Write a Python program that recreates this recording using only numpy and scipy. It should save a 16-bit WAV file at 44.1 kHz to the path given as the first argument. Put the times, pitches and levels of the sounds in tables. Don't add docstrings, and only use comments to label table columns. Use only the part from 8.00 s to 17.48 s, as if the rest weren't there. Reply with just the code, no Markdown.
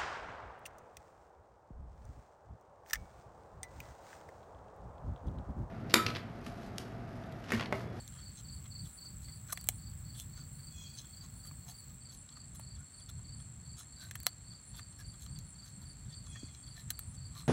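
import sys
import numpy as np
from scipy import signal
from scipy.fft import rfft, irfft, next_fast_len
from scipy.io import wavfile
from scipy.ndimage import uniform_filter1d, map_coordinates

SR = 44100
rng = np.random.default_rng(int(sys.argv[2]) if len(sys.argv) > 2 else 0)


def waveform_to_disk(signal):
    frames = np.transpose(np.atleast_2d(signal))
    scaled = np.clip(frames, -1, 1) * 32767
    samples = np.round(scaled).astype(np.int16)
    wavfile.write(sys.argv[1], SR, samples)


N = 418062
TIME = np.arange(N) / SR


def from_db(db):
    return 10 ** (np.asarray(db) / 20)


def rms_one(x):
    return x / np.sqrt(np.mean(x ** 2) + 1e-20)


def in_time(rows):
    return np.interp(TIME, *np.transpose(rows))


def add(out, start, sound):
    i = int(round(start * SR))
    sound, i = sound[max(-i, 0):], max(i, 0)
    out[i:i + len(sound)] += sound[:max(N - i, 0)]


def bell(t, width):
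    return np.exp(-2 * (t / width) ** 2)


def drift(rate):
    knots = rng.standard_normal(int(N / SR * rate) + 3)
    return rms_one(map_coordinates(knots, [TIME * rate], order=3, mode="nearest"))


def noise(colour):
    hz, db = np.transpose(colour)
    size = next_fast_len(N)
    freqs = np.maximum(np.fft.rfftfreq(size, 1 / SR), 1)
    gain = from_db(np.interp(np.log(freqs), np.log(hz), db, left=-120, right=-120))
    return rms_one(irfft(rfft(rng.standard_normal(size)) * gain, size)[:N])


def beats(bouts):
    return [(s, *rest) for start, end, period, *rest in bouts for s in np.arange(start, end, period)]


def scatter(x, decay_s, wet_db):
    t = np.arange(int(6 * decay_s * SR)) / SR
    tail = rng.standard_normal(len(t)) * np.exp(-t / decay_s)
    return x + from_db(wet_db) * signal.fftconvolve(x, tail / np.linalg.norm(tail))[:N]


# (time [s], level [dB])
WIND_LEVEL = [(0.0, -52), (0.86, -48.5), (0.94, -60.5), (1.24, -48), (1.54, -55.5), (1.6, -47.5),
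              (3.68, -53.0), (3.8, -57.5), (3.92, -50.5), (4.3, -57), (4.78, -47), (4.88, -61),
              (5.14, -46.5), (5.4, -52.5), (5.58, -49.5), (5.98, -56.5), (6.14, -46.5), (6.28, -56),
              (6.5, -51.0), (6.64, -67), (6.72, -49), (6.9, -56.5), (7.4, -47), (7.56, -55), (8.24, -48.5),
              (8.72, -53.5), (9.24, -47), (9.48, -53)]
# (frequency [Hz], relative level [dB])
WIND_COLOUR = [(20, -27), (35, -16.5), (50, -0.5), (70, 0.5), (135, 0), (200, -10), (300, -26),
               (450, -50.5), (900, -45)]


def wind(smooth_s=.12, gust_db=2, gusts_per_s=14):
    rumble = noise(WIND_COLOUR)
    even_rumble = rumble / np.sqrt(uniform_filter1d(rumble ** 2, int(smooth_s * SR)) + 1e-9)
    return from_db(in_time(WIND_LEVEL) + gust_db * drift(gusts_per_s)) * even_rumble


# (frequency [Hz], relative level [dB])
AIR_COLOUR = [(200, 13.5), (450, -2.5), (600, -1), (850, -2), (1300, -1), (2000, -3.5), (2900, -8),
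              (3900, -7), (5000, -12), (6800, -8.5), (9700, -6), (10400, -26.5), (12000, -15), (16000, -21)]
CHORUS_COLOUR = [(6900, -22), (7400, 7.5), (8000, -3.5), (8600, 2.5), (9200, -4.5), (9700, -34.5),
                 (10200, -74)]
BUZZ_COLOUR = [(10000, -13), (12000, -12.5), (14000, -3), (15500, 4), (17000, -6)]
# (time [s], level [dB])
AIR_LEVEL = [(0, -62.5), (.7, -64.5), (2, -64.5), (5, -65.5), (9.48, -65)]
BUZZ_LEVEL = [(0, -74), (1, -68.5), (2.2, -68.5), (3.2, -69.5), (3.95, -69), (4.05, -91.5), (9.48, -100)]


def garden(chorus_db=-64, flutter_db=2.5):
    air = from_db(in_time(AIR_LEVEL)) * noise(AIR_COLOUR)
    chorus = from_db(chorus_db + flutter_db * drift(60)) * noise(CHORUS_COLOUR)
    buzz = from_db(in_time(BUZZ_LEVEL) + .7 * drift(90)) * noise(BUZZ_COLOUR)
    return air + chorus + buzz


def wing_stroke(hz, length_s, fall):
    t = np.arange(-length_s, length_s, 1 / SR)
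    pitch = hz * (1 - fall * np.tanh(t / length_s))
    tone = np.sin(2 * np.pi * np.cumsum(pitch) / SR + rng.uniform(0, 2 * np.pi))
    return bell(t, length_s) * tone * signal.windows.tukey(len(t), .2)


def ground_echo(x, share, lag_s=.003442):
    out = x.copy()
    add(out, lag_s, share * x)
    return out


# (time [s], pitch [Hz], relative level [dB])
TRILL = [(0, 7640, -59.5), (1.1, 7770, -57), (2.4, 7700, -59.5), (4.5, 7693, -58.5), (7, 7560, -61),
         (9.48, 7690, -61)]


def trilling_cricket(pairs_per_s=25.9, second_stroke_s=.0145, level_db=8):
    out, s = np.zeros(N), 0
    times, pitches, levels = np.transpose(TRILL)
    while s < N / SR:
        hz = np.interp(s, times, pitches)
        gain = from_db(np.interp(s, times, levels) + level_db)
        for delay in (0, second_stroke_s):
            at = s + delay + rng.normal(0, .0005)
            add(out, at, .5 * gain * wing_stroke(hz * 1.014, length_s=.0037, fall=.031))
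            strength = gain * from_db(rng.normal(0, 1.2))
            stroke = wing_stroke(hz * rng.normal(.995, .003), length_s=.003, fall=.035)
            add(out, at + .0065, strength * stroke)
        s += rng.normal(1, .012) / pairs_per_s
    return scatter(ground_echo(out, share=.25), decay_s=.01, wet_db=-3.5)


# (time from its middle [s], base pitch [Hz], relative level [dB])
CHIRP_STROKES = [(-.056, 4490, -2.5), (-.018, 4550, 1), (.021, 4590, 2), (.059, 4507, -7)]


def chirp(level_db, pitch_factor):
    out = np.zeros(SR // 4)
    for offset, hz, stroke_db in CHIRP_STROKES:
        stroke = wing_stroke(pitch_factor * hz * rng.normal(1, .0058), length_s=.016, fall=.068)
        gain = from_db(level_db + stroke_db + rng.normal(0, 1.86))
        add(out, offset + (len(out) - len(stroke)) / SR / 2, gain * stroke)
    return out


# (start [s], end [s], time between chirps [s])
CHIRP_BOUTS = [(-.02, 1.45, .266), (1.585, 3.6, .268), (3.769, 5.45, .308), (5.72, 9.48, .2705)]
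# (time [s], relative level [dB])
CHIRP_LEVEL = [(0, -61.5), (.75, -55), (1.85, -62), (2.8, -59.5), (4, -60), (9.48, -61)]


def chirping_crickets(near_boost_db=3.5, far_db=-68, far_every_s=.257):
    near, far = np.zeros(N), np.zeros(N)
    for s, in beats(CHIRP_BOUTS):
        song = chirp(np.interp(s, *np.transpose(CHIRP_LEVEL)) + near_boost_db, pitch_factor=.99)
        add(near, s - len(song) / SR / 2, song)
    for s in np.arange(0, N / SR, far_every_s):
        song = chirp(far_db, pitch_factor=.96)
        add(far, s - len(song) / SR / 2, song)
    near = scatter(ground_echo(near, share=.44), decay_s=.031, wet_db=-3)
    return near + scatter(far, decay_s=.097, wet_db=4.5)


def bursting_cells(count, per_s, spread_db):
    sizes = from_db(spread_db * np.minimum(rng.exponential(1, count), 4))
    signs = rng.choice([-1, 1], count)
    return rms_one(sizes * signs * (rng.random(count) < per_s / SR))


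def resonate(x, hz, width):
    r = np.exp(-np.pi * width / SR)
    feedback = [1, -2 * r * np.cos(2 * np.pi * hz / SR), r * r]
    return signal.lfilter([(1 - r * r) / 2, 0, (r * r - 1) / 2], feedback, x + 1e-18)


# (pitch [Hz], width [Hz], relative level [dB])
BODY_RINGS = [(720, 73, 1), (1270, 240, 0.5), (1720, 120, -1.5), (2300, 100, -7)]
CRACK_RINGS = [(3450, 280, 0.3), (4080, 300, 6), (5360, 360, 0.8), (5870, 380, -1)]
FIZZ_RINGS = [(8120, 430, 0), (9580, 1300, -4.5), (11200, 410, -3), (12270, 1300, -4.5),
              (15000, 1700, -4.5)]


def carrot(force, length_s, tone, body_width_hz, crack_width_hz, grip_db):
    body_hz, body_db, crack_hz, crack_db, fizz_db = tone
    bands = [(BODY_RINGS + [(body_hz, body_width_hz, grip_db)], body_db, [480, 2700]),
             (CRACK_RINGS + [(crack_hz, crack_width_hz, grip_db)], crack_db, [2700, 7000]),
             (FIZZ_RINGS, fizz_db, [6500, 16500])]
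    out = 0
    forces = np.broadcast_to(force, (len(bands), force.shape[-1]))
    for (rings, level_db, edges_hz), push in zip(bands, forces):
        ringing = sum(from_db(db) * resonate(push, hz, width) for hz, width, db in rings)
        ringing = signal.sosfilt(signal.butter(2, edges_hz, "band", fs=SR, output="sos"), ringing)
        out = out + from_db(level_db) * ringing * np.sqrt(length_s * SR) / np.linalg.norm(ringing)
    return out


# (time [s], fade time [s], body pitch [Hz], body level [dB],
# crack pitch [Hz], crack level [dB], fizz level [dB])
SNAPS = [(0.078, 0.0007, 1870, -72, 6200, -51.5, -54.5), (1.574, 0.00273, 1840, -45, 3450, -47, -47.5),
         (1.6884, 0.00042, 2300, -37.5, 3170, -34, -25), (2.1994, 0.000325, 1210, -75, 3300, -47.5, -48),
         (3.5119, 0.0015, 1150, -57, 4130, -80, -79), (4.2907, 0.0021, 1030, -79, 4100, -56.5, -81),
         (4.5954, 0.0058, 860, -53, 4110, -65, -54.5), (6.111, 0.0029, 1640, -48, 3550, -49.5, -48.5),
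         (6.154, 0.0035, 1630, -45.5, 3220, -50, -43.5), (6.2667, 0.0013, 1180, -33, 4240, -28, -28),
         (6.7935, 0.003, 1540, -50.5, 4080, -58, -62), (7.2626, 0.0019, 1180, -60.5, 3240, -53.5, -62),
         (7.3883, 0.00061, 710, -85, 6200, -53, -57), (8.9039, 0.0034, 1570, -45, 4114, -38.5, -34),
         (8.9911, 0.00217, 1360, -52, 4137, -52.5, -40)]
# (start [s], end [s])
BITES = [(1.612, 1.68), (6.202, 6.265)]
# (body pitch [Hz], body level [dB], crack pitch [Hz], crack level [dB], fizz level [dB])
SPLINTER_TONE = (1500, -65, 4500, -61.5, -49)


def snaps(splinter_every_s=.03, splinter_fade_s=.00071, knock_hz=660, knock_s=.0007, hard_db=-40):
    out, t = np.zeros(N), np.arange(SR // 25) / SR
    knock = -np.sin(2 * np.pi * knock_hz * t) * t / knock_s * np.exp(1 - t / knock_s)
    splinters = beats([(start, end, splinter_every_s, splinter_fade_s, *SPLINTER_TONE)
                       for start, end in BITES])
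    for s, fade_s, *tone in SNAPS + splinters:
        force = bursting_cells(len(t), per_s=16000, spread_db=4) * np.exp(-t / fade_s)
        force[0] += 1.6
        crack = carrot(force, .005, tone, body_width_hz=260, crack_width_hz=280, grip_db=7)
        body_db = tone[1]
        jolt = 1 / (.5 + np.exp(hard_db - body_db))
        add(out, s, crack + jolt * from_db(body_db - 2) * knock)
    return out


# (start [s], end [s], time between rasps [s], pitch [Hz])
RASP_BOUTS = [(.149, 6, .404, 9170), (6.69, 9.48, .402, 9200), (.36, 5.6, .458, 8530),
              (6.48, 9.48, .424, 8550)]


def katydids(level_db=-61.5, uneven_db=1.5, length_s=.05, teeth_per_s=110, arch=.016):
    out, t = np.zeros(N), np.arange(-1.5 * length_s, 1.5 * length_s, 1 / SR)
    pulses = 1 + np.sin(2 * np.pi * teeth_per_s * t)
    for s, hz in beats(RASP_BOUTS):
        waver = .012 * rms_one(uniform_filter1d(rng.standard_normal(len(t)), size=50))
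        pitch = hz * (1 - arch * (t / length_s) ** 2 + waver)
        rasp = rms_one(pulses * np.sin(2 * np.pi * np.cumsum(pitch) / SR))
        add(out, s + t[0], from_db(level_db + rng.normal(0, uneven_db)) * rasp * bell(t, length_s))
    return scatter(out, decay_s=.01, wet_db=-6)


# (middle time [s], length [s], body pitch [Hz],
# body level [dB], crack pitch [Hz], crack level [dB], fizz level [dB])
STRONG_CHEWS = [(0.172, 0.07, 1250, -72, 3230, -70.5, -88), (0.384, 0.032, 1670, -83, 6300, -61.5, -74),
                (0.66, 0.012, 2040, -68, 3360, -66, -80), (0.879, 0.06, 880, -81, 3970, -73, -65.5),
                (1.242, 0.05, 766, -84, 6700, -71, -69.5), (1.504, 0.03, 1470, -57.5, 6150, -61, -60),
                (1.528, 0.0065, 1170, -44.5, 6160, -44, -35.5),
                (2.198, 0.048, 705, -79, 3480, -60.5, -56.5), (2.39, 0.062, 1430, -70, 6300, -71, -79),
                (2.989, 0.032, 1690, -74, 6160, -53, -71.5), (3.244, 0.036, 1080, -70, 6530, -67, -73.5),
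                (3.471, 0.033, 1290, -78, 3250, -72, -59), (3.696, 0.038, 810, -65, 6360, -60.5, -59),
                (4.137, 0.044, 790, -85, 6245, -66.5, -66), (4.372, 0.013, 1210, -63.5, 6620, -72, -73),
                (4.554, 0.015, 1860, -75, 6630, -67, -59), (4.811, 0.04, 1420, -71.5, 6200, -80, -80),
                (5.096, 0.011, 1330, -64, 3602, -57.5, -58), (5.798, 0.034, 1290, -65.5, 6570, -58.5, -61),
                (6.033, 0.064, 1530, -64, 4000, -61.5, -63.5),
                (6.777, 0.036, 1513, -69, 3590, -62.5, -60.5), (7.004, 0.026, 1674, -62.5, 5550, -65, -62),
                (7.227, 0.039, 1670, -82, 6450, -65.5, -62), (7.674, 0.059, 1550, -76, 6200, -68, -69),
                (7.825, 0.0437, 974, -76, 4240, -76, -71), (8.126, 0.036, 1830, -76, 3510, -66, -76.5),
                (8.361, 0.015, 1830, -57.5, 3380, -70, -74), (8.549, 0.0156, 2340, -72.5, 5940, -62, -72),
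                (8.789, 0.049, 1770, -65, 4130, -63, -65), (9.393, 0.054, 1160, -63.5, 4240, -59, -61.5)]


def chews(level_db=3.5, juice_cutoff_hz=12500):
    out = np.zeros(N)
    for s, length_s, *tone in STRONG_CHEWS + soft_chews():
        t = np.arange(-2 * length_s, 2 * length_s, 1 / SR)
        cells = np.array([bursting_cells(len(t), per_s, spread_db=4.5) for per_s in (900, 1200, 2200)])
        force = cells / np.cosh(2 * t / length_s) ** 1.535
        crunch = carrot(force, length_s, tone, body_width_hz=70, crack_width_hz=170, grip_db=12)
        add(out, s + t[0], crunch)
    return from_db(level_db) * signal.sosfilt(signal.butter(2, juice_cutoff_hz, fs=SR, output="sos"), out)


# (body pitch [Hz], body level [dB], crack pitch [Hz], crack level [dB], fizz level [dB])
SOFT_CHEW_TONE = (1356, -73.5, 3402, -73, -78)


def soft_chews(start_s=.19, every_s=.218, length_s=.018, uneven_db=3.5, squeak_share=.4, squeak_hz=6200):
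    body_hz, body_db, crack_hz, crack_db, fizz_db = SOFT_CHEW_TONE
    times = np.arange(start_s, N / SR, every_s)
    chance = rng.standard_normal((len(times), 5))
    squeaks = rng.random(len(times)) < squeak_share
    return [(s + .015 * late, length_s,
             body_hz * np.exp(.2 * grip), body_db + uneven_db * low,
             squeak_hz if squeak else crack_hz, crack_db + uneven_db * mid,
             fizz_db + uneven_db * high)
            for s, squeak, (late, grip, low, mid, high) in zip(times, squeaks, chance)]


# (middle time [s], base pitch [Hz], level [dB])
JAY_CALLS = [(2.809, 834, -56.5), (8.35, 834, -59)]
# (multiple of the base pitch, relative level [dB])
JAY_OVERTONES = [(3, -10), (4, 1.5), (5, -8), (6, -14), (7, -8), (8, -4.5)]


def jay(length_s=.1, fall_per_s=.14, roughness=.028):
    out, rasp = np.zeros(N), roughness * drift(300)
    for s, hz, db in JAY_CALLS:
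        from_middle = np.clip(TIME - s, -length_s, length_s)
        hoarse = .5 + .5 * from_middle / length_s
        pitch = hz * (1 + hoarse * rasp - fall_per_s * from_middle)
        phase = 2 * np.pi * np.cumsum(pitch) / SR
        voice = sum(from_db(tone_db) * np.sin(multiple * phase) for multiple, tone_db in JAY_OVERTONES)
        out += from_db(db) * bell(TIME - s, length_s) * voice
    return scatter(out, decay_s=.15, wet_db=-1)


# (time [s], pitch [Hz], level [dB])
BUMPS = [(6.714, 118, -57), (8.432, 252.4, -37.5), (8.441, 100, -40)]


def microphone_bumps():
    out, t = np.zeros(N), np.arange(SR // 10) / SR
    for s, hz, db in BUMPS:
        cycles = t * hz
        swell = 2 * cycles * np.exp(1 - 2 * cycles)
        add(out, s, from_db(db) * swell * np.sin(2 * np.pi * cycles))
    return out


def scene():
    gnawing = scatter(snaps() + chews(), decay_s=.009, wet_db=-14)
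    insects = trilling_cricket() + chirping_crickets() + katydids()
    return (gnawing + insects + jay() + garden() + wind() + microphone_bumps())[None]


def record(dry):
    cutoff_hz = 15900
    return signal.sosfilt(signal.ellip(10, .1, 70, cutoff_hz, fs=SR, output="sos"), dry)


dry = scene()
out = record(dry)
waveform_to_disk(out)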